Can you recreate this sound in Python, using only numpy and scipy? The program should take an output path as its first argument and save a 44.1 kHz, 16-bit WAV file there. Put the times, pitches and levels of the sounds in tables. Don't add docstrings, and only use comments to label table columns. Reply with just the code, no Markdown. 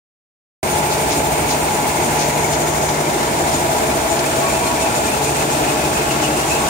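import sys
import numpy as np
from scipy import signal
from scipy.fft import rfft, irfft
from scipy.io import wavfile

SR = 44100
rng = np.random.default_rng(int(sys.argv[2]) if len(sys.argv) > 2 else 0)


def wav_record(signal):
    frames = np.transpose(np.atleast_2d(signal))
    bounded = np.clip(frames, -1, 1)
    quanta = np.round(bounded * 32767).astype(np.int16)
    wavfile.write(sys.argv[1], SR, quanta)


N = 295029
TIME, FREQ = np.arange(N) / SR, np.fft.rfftfreq(N, 1 / SR)
ROLLER_HZ, WINDER_HZ = 12.585, 7.02


def gain_of(db):
    return 10 ** (np.asarray(db) / 20)


def unit_rms(x):
    return x / np.sqrt(np.mean(x ** 2) + 1e-20)


def spectrum(points):
    hz, value = np.transpose(points)
    return np.interp(np.log(FREQ + 1), np.log(hz + 1), value)


def follow(rows):
    times, *columns = np.transpose(rows)
    return [np.interp(TIME, times, column) for column in columns]


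def resonances(modes):
    return sum(db / (1 + (2 * (FREQ - hz) / width) ** 2) for hz, width, db in modes)


def drift(rate_hz):
    knots = rng.standard_normal(int(N / SR * 2 * rate_hz) + 4)
    fine = signal.resample(knots, len(knots) * 8)
    return unit_rms(np.interp(TIME * 16 * rate_hz, np.arange(len(fine)), fine))


def pan(left_db):
    return gain_of(np.array([[.5], [-.5]]) * left_db)


def swells(rows, rise=0.48):
    return sum(height * np.exp(-((TIME - peak_s) / (length_s * np.where(TIME < peak_s, rise, 1 - rise))) ** 2)
               for peak_s, height, length_s in rows)


def ramp(middle_s, length_s):
    return np.clip((TIME - middle_s) / length_s + .5, 0, 1)


def held(start_s, end_s, ramp_s):
    return ramp(start_s, ramp_s) - ramp(end_s, ramp_s)


def once_a_turn(turns, sharpness):
    return abs(np.cos(np.pi * turns)) ** (2 * sharpness)


# frequency_hz, left_db
BALANCE = [(60, 4), (300, 0), (700, 1.1), (1100, 0), (1500, -2), (2100, -1.5), (2800, 2.5), (4500, 1.5),
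           (7000, 3.5), (7800, -1), (8400, -2.5), (9300, 1.5), (10300, 0.5), (14000, 3)]
# frequency_hz, share
DIRECT_SHARE = [(100, 0.24), (1000, 0.36), (2400, 0.37), (4000, 0.098), (7000, .05), (15000, .02)]
def hall_noise(spectrum_db, spacing_s=0.0004, lag_s=0.00044):
    direct = np.clip(spectrum(DIRECT_SHARE), 0, 1)
    diffuse = (1 - direct) * np.sinc(2 * FREQ * spacing_s)
    coherence = .975 * (diffuse + direct * np.exp(-2j * np.pi * FREQ * lag_s))
    left, independent = rfft(rng.standard_normal((2, N)))
    right = coherence * left + np.sqrt(1 - abs(coherence) ** 2) * independent
    return unit_rms(irfft(np.array([left, right]) * gain_of(spectrum_db) * pan(spectrum(BALANCE)), N))


def band(centre_hz, half_width_hz):
    middle_hz = np.mean(centre_hz)
    noise = signal.hilbert(hall_noise(-10 * np.log10(1 + ((FREQ - middle_hz) / half_width_hz) ** 4)))
    return (noise * np.exp(2j * np.pi * np.cumsum(centre_hz - middle_hz) / SR)).real


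def tones(partials, turns, waver, spread):
    carrier = max(partials, key=lambda row: row[1])[0]
    turns = turns + rng.random()
    path = drift(0.566) + 0.41
    out = np.zeros((2, N))
    for multiple, db, left_db in partials:
        phase = 2 * np.pi * multiple * turns + np.pi / 2 * abs(multiple - carrier)
        phase += waver * (drift(1.506) + 0.52 * drift(14))
        offset = spread * multiple * ROLLER_HZ / 1000 * (path + .5 * drift(0.468))
        envelope = gain_of(db) * unit_rms(1 + waver * drift(7))
        out += envelope * pan(left_db) * np.cos([phase + offset, phase - offset])
    return np.sqrt(2) * out


def crackle(events, colour, rise, grain_db):
    bursts = swells([(peak_s, gain_of(db), length_s) for peak_s, db, length_s in events], rise)
    return hall_noise(spectrum(colour)) * bursts * unit_rms(gain_of(grain_db * drift(400)))


# roller_multiple, base_level_db, left_db
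GEAR_TONES = [
    [(11, -36, 1)],
    [(12, -34, 2)],
    [(23, -39.5, 0)],
    [(24.4, -39, 2)],
    [(26, -44, 1), (27, -41, 1), (28, -42, 1)],
    [(28, -44, 1), (29, -38, 1), (31, -45, 1)],
    [(33, -40, 0), (38, -44, 1), (57, -40, 1)],
    [(34, -45, 3), (35, -40, 4)],
    [(49, -41, 1), (52, -36, 3), (53, -35.5, 2)],
    [(66, -35, 2)],
    [(65, -43, 0), (67, -31, 0), (68, -39, 1), (69, -39, -1)],
    [(68, -37, 1), (70, -35, 3)],
    [(72, -43, 3), (73, -41, 0), (74, -38, -4), (80, -39, 2)],
    [(76, -35, 0)],
    [(77, -34, -3), (78, -47, 0)],
]
# [(peak_s, swell_db, length_s), ...]
GEAR_SPOTS = [ (-1, 0.24, [(1.0, -7, 1.0), (2.3, -6, 1.2), (4.5, 4.5, 0.68), (5.7, 5, 0.99)]),
              (-0.5, 0.03, [(1.0, 2.5, 1.0), (2.6, 5, 1.6), (4.4, -10, 1.2)]), (-5, 0.2, [(1.3, 12, 1),
              (5.9, 7, 0.78)]), (-5.5, -0.05, [(2.12, 8, 0.27), (5.65, 13, 0.73), (6.27, 16.5, 0.44)]),
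              (-3.5, 0.6, [(2.58, 11, 0.23), (3.45, 8.5, 1), (4.1, 10, 0.23)]), (-4, 0.5, [(0.85, 5, 0.27),
              (1.65, 1, 0.29), (2.9, 8, 0.84), (4.6, -1, 0.38)]), (-10.5, .2, [(1.3, 9, 1.2),
              (2.25, 7, .65)]), (-0.5, 0.4, [(2.85, -12, 0.76), (5.4, 6, 0.76), (6.0, 8.5, .4)]),
              (-5.5, 0.05, [(1.1, 6, 0.57), (2.7, 5, .6), (3.8, 8, 1), (4.5, 6.5, 0.73)]),
              (-3.5, 0.2, [(1.2, -2, 1.4), (3.3, 5, .5), (4.4, 0, .6), (6.05, 4.5, .9)]),
              (-1.3, 0.26, [(1.0, 4, .7), (1.85, 5.5, 0.35), (2.35, 1, 0.37), (3.35, 1.5, 0.42),
              (4.4, 1, .5), (5.2, 2.5, 0.4), (6.0, -12, 0.6)]), (-7, -0.2, [(1.0, 9, .9), (2.65, 7.5, 0.8),
              (5, 6, .8)]), (-9.5, -0.1, [(0.8, 10, 0.93), (1.9, 12, 0.9)]), (-3.5, 0.06, [(1.2, -1, 1.2),
              (2.8, 4.5, 1.6), (4.9, 2, 0.67), (6.6, 5, .4)]), (-6.5, 0.3, [(1.5, 4, 1.6), (2.9, -2, 0.59),
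              (3.8, 6.5, .5), (4.7, 9.5, 0.6), (6.0, -8, .7)])]
# roller_multiple, level_db, left_db
THROB_TONES = [(5, -42, 1), (5.7, -44, 1)]
def drive(turns):
    gears = sum(gain_of(db + swells(spots)) * tones(group, turns, waver, spread=0.34)
                for group, (db, waver, spots) in zip(GEAR_TONES, GEAR_SPOTS))
    return gears + tones(THROB_TONES, turns, waver=0.16, spread=.4)


# frequency_hz, relative_db
RUMBLE_SPECTRUM = [(20, -33), (35, -26), (46, -12), (55, -11), (68, -3.5), (105, -4.3), (170, -6.5),
                   (205, -2), (240, -1.5), (400, -2), (480, -3), (535, -6), (610, 2), (900, -3.5),
                   (1200, -12.5), (2500, -33.5)]
# frequency_hz, width_hz, boost_db
FRAME_MODES = [(320, 18, 1.5), (356, 27, 2.5), (440, 50, 2.5), (750, 180, 2), (844, 30, 6)]
def rumble(level_db=-20, comb_db=2.2, shake_db=0.63):
    comb = comb_db * np.cos(2 * np.pi * FREQ / ROLLER_HZ)
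    body = hall_noise(spectrum(RUMBLE_SPECTRUM) + resonances(FRAME_MODES) + comb)
    return body * gain_of(level_db + shake_db * drift(25))


# frequency_hz, relative_db
CLATTER_SPECTRUM = [(500, -15), (1000, 1), (1250, -1.5), (1550, -0.5), (1900, -5.5), (2500, -5), (3100, -9),
                    (4500, -10), (9000, -21)]
# frequency_hz, width_hz, boost_db
GUARD_MODES = [(1376, 67, 5.5), (1760, 62, 4), (2110, 270, 3), (3220, 77, 3)]
def clatter(start_db=-27, approach_db_per_s=0.3757, rattle_db=1.3):
    rattle = hall_noise(spectrum(CLATTER_SPECTRUM) + resonances(GUARD_MODES))
    return rattle * gain_of(start_db + approach_db_per_s * TIME + rattle_db * drift(60))


# peak_s, swell_db, length_s
BEARING_FLARES = [(4.47, 16.4, 0.15), (4.7, 7, 0.35), (6.24, 6.5, 0.25), (6.63, 11, 0.19)]
def bearing_whine(pitch_hz=1110, base_db=-43):
    whine = tones([(pitch_hz / ROLLER_HZ, 0, 0)], ROLLER_HZ * TIME, waver=.55, spread=.5)
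    return whine * gain_of(base_db + swells(BEARING_FLARES))


# frequency_hz, relative_db
INVERTER_LINES = [(11800, -57), (12020, -49), (12260, -56)]
def inverter(level_db=-45, half_width_hz=35):
    lines = sum(gain_of(db) / (1 + ((FREQ - hz) / half_width_hz) ** 2) for hz, db in INVERTER_LINES)
    return hall_noise(20 * np.log10(lines)) * gain_of(level_db)


# frequency_hz, relative_db
HISS_SPECTRUM = [(1200, -13), (3000, -2.5), (4700, -4), (6200, 0.5), (7100, -1), (7500, 1.5), (7800, -1.5),
                 (8350, 2.5), (9200, -6), (10000, -3.5), (11500, -8), (13500, -18), (15800, -12)]
# frequency_hz, width_hz, boost_db
HISS_MODES = [(3550, 53, 8.5), (6900, 360, 3.5)]
# frequency_hz, relative_db
SIZZLE_SPECTRUM = [(3000, -15), (7000, -3), (7800, -5), (8400, 5), (9200, 8.5), (10200, -2), (11500, -2.5),
                   (13500, 0), (15800, 1.5)]
# time_s, sizzle_db, left_db, relative_pulse_depth
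SIZZLE_PATH = [(0.65, -30, -7, 1), (1.8, -28.5, -1.5, 0.5), (2.8, -36, 10, 1.3), (3.2, -35, -5, 0),
               (3.65, -31.5, -6, 0.2), (5.4, -35, -5, 0.5), (6.7, -34.5, -5, -0.5)]
def web(turns, winder_turns, hiss_db=-27.5, flap_db=1.8, shiver_db=0.87, grain_db=0.6):
    sizzle_db, left_db, depth = follow(SIZZLE_PATH)
    pulse = depth * np.cos(2 * np.pi * (turns - 0.82))
    winder_nearness = ramp(middle_s=4.3, length_s=0.57)
    flaps = winder_nearness * once_a_turn(winder_turns, sharpness=1.5) * (1 + 0.24 * drift(2.6))
    hiss = hall_noise(spectrum(HISS_SPECTRUM) + resonances(HISS_MODES)) * gain_of(hiss_db + 0.84 * pulse)
    sizzle = hall_noise(spectrum(SIZZLE_SPECTRUM)) * gain_of(sizzle_db + 2.8 * pulse) * pan(left_db)
    return (hiss + sizzle) * gain_of(flap_db * flaps + shiver_db * drift(25) + grain_db * drift(500))


# time_s, level_db, centre_hz, left_db
AIR_RUSH = [(.65, -32.5, 2399, -4), (1.7, -35.5, 2302, -9), (2.25, -31, 2250, -5.5), (2.5, -33, 2197, -3),
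            (3.3, -36, 2146, -2), (4.4, -36, 2353, 1.5), (6.7, -38, 2595, 3)]
# time_s, level_db, pitch_hz
ROLLER_SQUEAL = [(.65, -44, 2240), (2.4, -42, 2183), (3.3, -44, 2130), (3.9, -40, 2293), (4.4, -35.5, 2385),
                 (5.2, -40, 2502), (5.9, -38.5, 2582), (6.7, -36, 2635)]
def nip(winder_turns, glide_hz=69.7, wander_hz=55.15, pulse_db=2.6, chatter_db=2.6, rattle_db=1.5):
    rush_db, centre_hz, left_db = follow(AIR_RUSH)
    slip_db, slip_hz = follow(ROLLER_SQUEAL)
    slips = drift(34)
    angle = 2 * np.pi * winder_turns
    rush = band(centre_hz, half_width_hz=350) * gain_of(rush_db + rattle_db * slips)
    pitch_hz = slip_hz + glide_hz * np.sin(angle) + wander_hz * drift(22)
    squeal_db = slip_db + pulse_db * np.cos(angle) + chatter_db * slips
    squeal = band(pitch_hz, half_width_hz=72) * gain_of(squeal_db)
    return (rush + squeal) * pan(left_db)


# pitch_hz, level_db, left_db
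SHEET_MODES = [(7040, -38.5, 2.5), (8430, -39, -3.5), (9090, -42.5, 1)]
def flutter(wander_hz=170, surge_db=4.5):
    out = np.zeros((2, N))
    for hz, db, left_db in SHEET_MODES:
        mode = band(hz + wander_hz * drift(17), half_width_hz=110)
        surges = unit_rms(gain_of(surge_db * drift(15)))
        out += mode * surges * gain_of(db) * pan(left_db)
    return out


# time_s, level_db, pitch_hz
EDGE_WHISTLE = [(.65, -48, 6870), (1.9, -42, 6930), (2.6, -38, 7000), (3.1, -44, 7070), (3.4, -41, 7030),
                (4.3, -42, 7220), (5.4, -45, 7220), (6.7, -38, 7310)]
def edge_whistle(wander_hz=95, left_db=3):
    level_db, pitch_hz = follow(EDGE_WHISTLE)
    return band(pitch_hz + wander_hz * drift(9.8), half_width_hz=65) * gain_of(level_db) * pan(left_db)


# peak_s, level_db, length_s
PEELS = [(0.917, -27, 0.06), (1.115, -24.5, 0.075), (1.503, -24, 0.06), (2.202, -24, 0.068),
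         (2.533, -26.5, 0.048), (2.895, -27, .022), (3.51, -30.5, 0.11), (4.194, -23, .012)]
# frequency_hz, relative_db
PEEL_SPECTRUM = [(1500, -35), (2800, 1), (4200, 5), (5000, 6), (5800, 6), (6800, 7.5), (8000, -11),
                 (15000, -27)]
def peeling():
    return crackle(PEELS, PEEL_SPECTRUM, rise=0.23, grain_db=2.0) * pan(2.5)


# start_s, level_db, pitch_hz
KNOCKS = [(1.2039, -3.5, 603), (5.424, -16, 1390), (6.494, -21, 2500)]
def knocks(decay_s=0.0013):
    out = np.zeros(N)
    for start_s, db, hz in KNOCKS:
        age = np.maximum(TIME - start_s, 0)
        out += gain_of(db) * np.exp(-age / decay_s) * np.sin(2 * np.pi * hz * age)
    return out


# start_s, end_s, ramp_s, centre_hz, half_width_hz, level_db, left_db
BAR_RUBS = [(1.35, 2.32, .15, 2730, 80, -41.5, -4), (1.936, 2.97, 0.17, 6700, 600, -38, 12)]
def rubbing():
    return sum(band(hz, half_width_hz) * held(start_s, end_s, ramp_s) * gain_of(db) * pan(left_db)
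               for start_s, end_s, ramp_s, hz, half_width_hz, db, left_db in BAR_RUBS)


# peak_s, level_db, pitch_hz, length_s
CATCHES = [(2.392, -32, 2170, .02), (2.45, -27, 2260, .02), (2.981, -32, 2137, .03),
           (3.067, -28.5, 2340, .025), (3.207, -31, 2050, .025), (3.46, -33, 2200, .04),
           (3.915, -28, 2390, 0.033), (4.236, -31, 2360, 0.051), (4.49, -27.5, 2410, .045),
           (4.56, -34, 2650, .05), (4.673, -27, 4320, .015), (4.828, -31, 2580, .055),
           (5.087, -26, 2420, .02), (5.133, -29, 2600, .035), (5.283, -29, 2460, 0.034),
           (5.418, -32, 2610, .06), (5.64, -29.5, 2445, .025), (5.69, -33, 2790, 0.063),
           (5.849, -30.5, 2537, .075), (6.0, -30, 2560, 0.099), (6.108, -27, 2810, 0.027),
           (6.164, -32, 2170, 0.017), (6.246, -27.5, 2900, .045), (6.39, -35, 2720, .055),
           (6.518, -26.5, 2610, 0.051), (6.568, -28, 2610, 0.029)]
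def squeaks(rise_hz_per_s=2200, jitter_hz=75, roughness=.45, left_db=5.0):
    peak_s, db, hz, length_s = np.transpose(CATCHES)
    nearest = np.argmin(abs(TIME - peak_s[:, None]), axis=0)
    pitch_hz = hz[nearest] + rise_hz_per_s * (TIME - peak_s[nearest])
    channels = []
    for _ in range(2):
        phase = 2 * np.pi * np.cumsum(pitch_hz + jitter_hz * drift(130)) / SR
        channels.append(unit_rms(np.cos(phase) * (1 + roughness * drift(90))))
    return np.array(channels) * swells(zip(peak_s, gain_of(db), length_s)) * pan(left_db)


def roller_drone(winder_turns, pitch_hz=657, level_db=-26):
    envelope = held(start_s=3.43, end_s=5, ramp_s=0.18) * once_a_turn(winder_turns, sharpness=1.8)
    return band(pitch_hz, half_width_hz=9.8) * envelope * gain_of(level_db)


# peak_s, level_db, length_s
SLACK_RUSTLES = [(3.595, -30, .06), (3.792, -31, .055), (4.1, -29, 0.039), (4.53, -28, 0.034),
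                 (4.672, -28.5, .035), (4.82, -26, .045), (4.962, -27, 0.046), (5.06, -27, .04),
                 (5.29, -28, 0.046), (5.403, -25, 0.044), (5.518, -28, .05), (5.847, -32, 0.042),
                 (5.962, -28.5, .05), (6.238, -28, .05), (6.4, -28, 0.038), (6.498, -25, .06)]
# frequency_hz, relative_db
RUSTLE_SPECTRUM = [(3000, -23), (5000, -9), (6300, -6), (7200, 3), (7800, -7), (8400, -3), (9400, -8),
                   (12000, -19), (15800, -26)]
def rustling():
    return crackle(SLACK_RUSTLES, RUSTLE_SPECTRUM, rise=0.38, grain_db=3.0) * pan(-0.6)


def scene():
    turns = ROLLER_HZ * TIME + 0.0013 * drift(0.729)
    winder_turns = WINDER_HZ * (TIME - 5.4)
    machine = drive(turns) + rumble() + clatter() + bearing_whine() + inverter()
    paper = web(turns, winder_turns) + nip(winder_turns) + flutter() + edge_whistle()
    events = peeling() + knocks() + rubbing() + squeaks() + roller_drone(winder_turns) + rustling()
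    return machine + paper + events


def record(dry, start_s=0.6287, dull_hz=3900, dull_half_width_hz=1300, cutoff_hz=15780):
    presence = irfft(rfft(dry[1]) / (1 + ((FREQ - dull_hz) / dull_half_width_hz) ** 4), N)
    dull_share = 0.35 * held(start_s=2.37, end_s=3.1, ramp_s=0.17)
    stereo = np.array([dry[0], dry[1] - dull_share * presence])
    gate = np.clip((TIME - start_s) / 0.0025, 0, 1)
    low_pass = signal.firwin(901, cutoff_hz, window=("kaiser", 10), fs=SR)
    return signal.oaconvolve(stereo * gate, low_pass[None], "same")


dry = scene()
out = record(dry)
wav_record(out)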